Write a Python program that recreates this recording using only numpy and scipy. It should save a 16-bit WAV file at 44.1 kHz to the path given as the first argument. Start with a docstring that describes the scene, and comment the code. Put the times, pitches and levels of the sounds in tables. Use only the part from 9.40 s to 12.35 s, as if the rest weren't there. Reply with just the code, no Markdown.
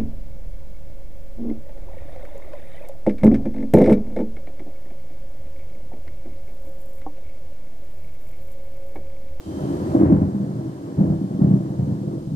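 """Thunder booms and rolls in from the left, over a sheltered spot on a stormy night.
Single shock fronts stand out of a dense roll of weaker ones; all of them come back once
from a far wall and ring in the shelter's resonances. Faint rain hisses behind,
with a thin trill, perhaps distant insects."""
import sys
import numpy as np
from scipy import signal
from scipy.fft import rfft, irfft, next_fast_len
from scipy.io import wavfile

SR = 44100
rng = np.random.default_rng(int(sys.argv[2]) if len(sys.argv) > 2 else 0)


def wav_out(sig):
    """Save sig, one row per channel (or a flat mono array), as 16-bit PCM at SR to the path in sys.argv[1]."""
    wavfile.write(sys.argv[1], SR, np.round(np.clip(np.atleast_2d(sig).T, -1, 1) * 32767).astype(np.int16))


N = 130095

# Strong shock fronts, some rows being louder returns of earlier fronts from the far wall: time_s, level_db,
# pitch_hz
CLAPS = [(0.55, -7, 308), (0.605, -9.5, 301), (.614, -7.5, 306), (0.635, -8, 270), (0.655, -12.5, 261),
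         (0.669, -14.5, 310), (0.725, -2, 212), (0.736, -8.5, 145.3), (.761, -12.5, 212),
         (0.95, -14.5, 207), (1.005, -16, 186), (1.591, -12.5, 191), (1.611, -6, 173), (1.643, -12, 192),
         (1.816, -15, 185), (1.843, -16, 184), (1.949, -16.5, 189), (1.993, -13.5, 219), (2.019, -4, 173),
         (2.046, -4.5, 177), (2.076, -12, 152.5), (2.113, -11, 165), (2.169, -14.5, 157), (2.306, -16, 153),
         (2.393, -11, 149), (2.431, -18, 140), (2.452, -19.5, 139), (2.524, -15, 151), (2.678, -15.5, 151),
         (2.738, -18, 248), (2.875, -16.5, 152), (2.92, -20, 172)]
# Clap filter: freq_hz, gain_db
CLAP_EQ = [(30, -7.5), (70, -8.5), (130, 2), (250, 1), (370, 5.5), (450, -8.5), (700, 8), (1500, -19),
           (4000, -56)]
# Rough edge behind each clap: freq_hz, density_db
CRACK_SPECTRUM = [(250, -22.5), (520, 1), (720, -0.5), (1150, -17.5), (1700, -26.5), (3500, -57)]

# Middle bands of the roll: time_s, rumble_db, tear_db
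RUMBLE_TEAR_LEVELS = [(0, -62, -48.5), (.05, -51, -58), (.07, -33, -45.5), (.21, -29, -38.5),
                      (.52, -26.5, -36), (.555, -21, -29.5), (.585, -24.5, -34), (.61, -21, -29.5),
                      (.69, -19.5, -33), (.78, -26, -38), (.92, -26.5, -43), (1.26, -30, -44.5),
                      (1.37, -36.5, -49.5), (1.49, -32, -44), (1.565, -37, -47.5), (1.585, -19, -38),
                      (1.72, -24, -38.5), (1.8, -32, -49), (1.99, -31.5, -44), (2.015, -22.5, -39),
                      (2.16, -24.5, -41), (2.2, -37.5, -45.5), (2.37, -29.5, -45), (2.5, -22, -45),
                      (2.6, -31, -48), (2.73, -27.5, -43.5), (2.83, -38.5, -51.5), (2.93, -26, -51.5)]
# Lowest bass and rough top of the roll: time_s, level_db
SUB_LEVEL = [(0, -67), (.08, -42), (.58, -37), (.62, -34), (.73, -27), (.85, -25), (.9, -49), (1.25, -52.5),
             (1.54, -57), (1.59, -34), (1.75, -38), (1.83, -63), (2.05, -42), (2.27, -52), (2.45, -36.5),
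             (2.62, -53), (2.93, -42.5)]
RASP_LEVEL = [(0, -65.5), (.22, -53.5), (.58, -54), (.615, -45.5), (.72, -50.5), (.88, -60.5), (1.61, -60),
              (1.85, -63), (2.4, -61), (2.93, -70)]
# Roll bands, low to high: freq_hz, density_db
SUB_SPECTRUM = [(8, -42), (38, -8), (65, -8.5), (90, 6), (125, -13.5), (300, -51.5), (2000, -120)]
RUMBLE_SPECTRUM = [(30, -36), (70, -18.5), (95, 2), (140, 8.5), (210, 4.5), (300, -5.5), (400, -11.5),
                   (800, -60.5), (4000, -110)]
TEAR_SPECTRUM = [(40, -40), (120, -19), (220, -7), (300, 3), (375, 4), (440, -6.5), (520, -6.5), (680, -9),
                 (950, -17.5), (1300, -24.5), (6000, -95)]
RASP_SPECTRUM = [(500, -22.5), (1000, 9.5), (1250, -4.5), (1650, -3), (2100, -12.5), (2800, -25),
                 (6000, -55.5)]

# Scattered sound relative to direct: freq_hz, gain_db
SCATTER_EQ = [(30, -9.5), (110, -24), (300, -16), (520, -11), (1000, -6), (2000, 3)]
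# Shelter resonances and dips: freq_hz, width_hz, gain_db
SHELTER_MODES = [(126.1, 12.1, 6), (156.7, 7.15, 7), (166.7, 5.86, -10), (196.1, 22.2, 7), (239, 28, -0.5),
                 (279.3, 10.2, 10.5), (323.8, 14.2, 8.5), (502.2, 27, 6), (617.8, 14, 6.5)]

# Background hiss level, ducked when the thunder hits: time_s, level_db
DUCKED_HISS_LEVEL = [(0.0, -56.5), (0.19, -53.5), (0.53, -53), (0.71, -60), (1.33, -59), (2.93, -59.5)]
# Rain colour: freq_hz, density_db
RAIN_SPECTRUM = [(800, 11), (2000, -6), (2800, -2.5), (4400, -0.5), (6500, -3), (8700, -4), (9500, -7.5),
                 (12000, -8), (15500, -20)]
# Trill strength: time_s, level_db
TRILL_LEVEL = [(0, -68), (.07, -61), (.3, -60), (.42, -66.5), (.9, -77), (2.07, -71), (2.93, -79)]
# Trill centre: time_s, pitch_hz
TRILL_PITCH = [(.3, 3125), (.42, 3050), (2, 3100)]

RIGHT_LAG_S = 0.00036


def claps(gain_db=-2, rise_cycles=0.54, fall_cycles=0.88):
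    """Each strong front, rounded by distance, swings the pressure for a few dying cycles."""
    pressure, t = np.zeros(N), np.arange(N) / SR
    for time_s, level_db, pitch_hz in CLAPS:
        span = slice(*np.searchsorted(t, [time_s - 2 / pitch_hz, time_s + 10 / pitch_hz]))
        cycles = pitch_hz * (t[span] - time_s)
        envelope = swell(cycles, rise_cycles, fall_cycles)
        pressure[span] += from_db(level_db + gain_db) * envelope * np.sin(2 * np.pi * cycles)
    return from_left(colour(pressure, CLAP_EQ))


def cracks(gain_db=-30, rise_s=0.006, decay_s=0.027):
    """A burst of fine shocks swells with each strong front and dies away."""
    power, t = np.zeros(N), np.arange(N) / SR
    for time_s, level_db, _ in CLAPS:
        power += (from_db(level_db) * swell(t - time_s, rise_s, decay_s)) ** 2
    return shock_band(10 * np.log10(power + 1e-20) + gain_db, CRACK_SPECTRUM)


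def roll(sub_gain_db=3, rumble_gain_db=-4.5, tear_gain_db=7, rasp_gain_db=4):
    """Countless fronts from along the lightning channel merge into four bands of noise."""
    sub = shock_band(curve(SUB_LEVEL) + sub_gain_db, SUB_SPECTRUM)
    rumble = shock_band(curve(RUMBLE_TEAR_LEVELS) + rumble_gain_db, RUMBLE_SPECTRUM)
    tear = shock_band(curve(RUMBLE_TEAR_LEVELS, column=2) + tear_gain_db, TEAR_SPECTRUM)
    rasp = shock_band(curve(RASP_LEVEL) + rasp_gain_db, RASP_SPECTRUM)
    return sub + rumble + tear + rasp


def shock_band(level_db, spectrum):
    """A direct shock stream from the left, plus an independent scattered one per side."""
    direct = unit_rms(colour(shocks(), spectrum))
    sides = unit_rms(colour(np.array([shocks(), shocks()]), spectrum))
    return from_db(level_db) * (from_left(direct) + colour(sides, SCATTER_EQ))


def shocks(rate_per_s=1500, spread_db=2.5):
    """Weak shock fronts: impulses of random time, size and sign."""
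    count = rate_per_s * N // SR
    sizes = from_db(spread_db * np.minimum(rng.exponential(1, count), 4))
    signs = rng.choice([-1, 1], count)
    return np.bincount(rng.integers(0, N, count), sizes * signs, N)


def wall_echo(x, return_db, lag_s=0.0942):
    """The sound plus one return from a far wall."""
    return x + from_db(return_db) * np.array([delay(side, lag_s) for side in x])


def shelter(x):
    """The shelter rings after every front: one peak or dip filter per mode."""
    for freq_hz, width_hz, gain_db in SHELTER_MODES:
        gain = from_db(gain_db)
        tuning = -2 * np.cos(2 * np.pi * freq_hz / SR)
        damping = np.pi * width_hz / SR / min(gain, 1)
        numerator = [1 + damping * gain, tuning, 1 - damping * gain]
        x = signal.lfilter(numerator, [1 + damping, tuning, 1 - damping], x)
    return x


def rain(gain_db=6, pan_db=0.5):
    """Steady far rain: a smooth, wide hiss; a set gain curve ducks it under the thunder."""
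    hiss = unit_rms(colour(rng.standard_normal((2, N)), RAIN_SPECTRUM))
    return hiss * from_db(curve(DUCKED_HISS_LEVEL) + gain_db) * from_db([[-pan_db], [pan_db]])


def trill(width_hz=35):
    """A thin, unsteady whistle of narrowband noise that sags a little in pitch."""
    lowpass = signal.butter(1, width_hz / 2, fs=SR, output="sos")
    flutter = signal.sosfilt(lowpass, rng.standard_normal((2, 2, N)))
    phase = 2 * np.pi * np.cumsum(curve(TRILL_PITCH)) / SR
    whistle = unit_rms(flutter[0] * np.cos(phase) + flutter[1] * np.sin(phase))
    return from_db(curve(TRILL_LEVEL)) * whistle


def swell(age, rise, fall):
    """Gaussian rise to 1 at age 0, then exponential decay."""
    return np.exp(-(np.minimum(age, 0) / rise) ** 2 - np.maximum(age, 0) / fall)


def colour(x, points, taps=8192):
    """Minimum-phase filter through (freq_hz, gain_db) points."""
    freq_hz, gain_db = np.transpose(points)
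    grid_hz = np.maximum(np.arange(taps // 2 + 1) * SR / taps, 1)
    magnitude = from_db(np.interp(np.log(grid_hz), np.log(freq_hz), gain_db))
    cepstrum = irfft(np.log(magnitude))
    cepstrum[1:taps // 2] *= 2  # fold onto positive time: causal
    cepstrum[taps // 2 + 1:] = 0
    impulse_response = irfft(np.exp(rfft(cepstrum)))
    size = next_fast_len(N + taps, real=True)
    return irfft(rfft(x, size) * rfft(impulse_response, size), size)[..., :N]


def from_left(x):
    """Mono to stereo; the right ear hears it later."""
    return np.array([x, delay(x, RIGHT_LAG_S)])


def delay(x, lag_s):
    """Delay by whole samples."""
    lag = round(lag_s * SR)
    return np.concatenate([np.zeros(lag), x[:N - lag]])


def curve(rows, column=1):
    """One column of a time table, interpolated per sample."""
    columns = np.transpose(rows)
    return np.interp(np.arange(N) / SR, columns[0], columns[column])


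def from_db(db):
    """Decibels to gain."""
    return 10 ** (np.asarray(db) / 20)


def unit_rms(x):
    """Scale to rms 1."""
    return x / np.sqrt(np.mean(x ** 2) + 1e-20)


def scene():
    """Thunder and its echo in the shelter; rain and trill behind."""
    booms = wall_echo(claps() + cracks(), return_db=-5)
    rolling = wall_echo(roll(), return_db=-13)
    return shelter(booms + rolling) + rain() + trill()


def record(dry):
    """Clip at full scale, then low-pass steeply."""
    stop_db, stop_hz = 70, 16300
    lowpass = signal.cheby2(16, stop_db, stop_hz, fs=SR, output="sos")
    return signal.sosfilt(lowpass, np.clip(dry, -1, 1))


dry = scene()
out = record(dry)
wav_out(out)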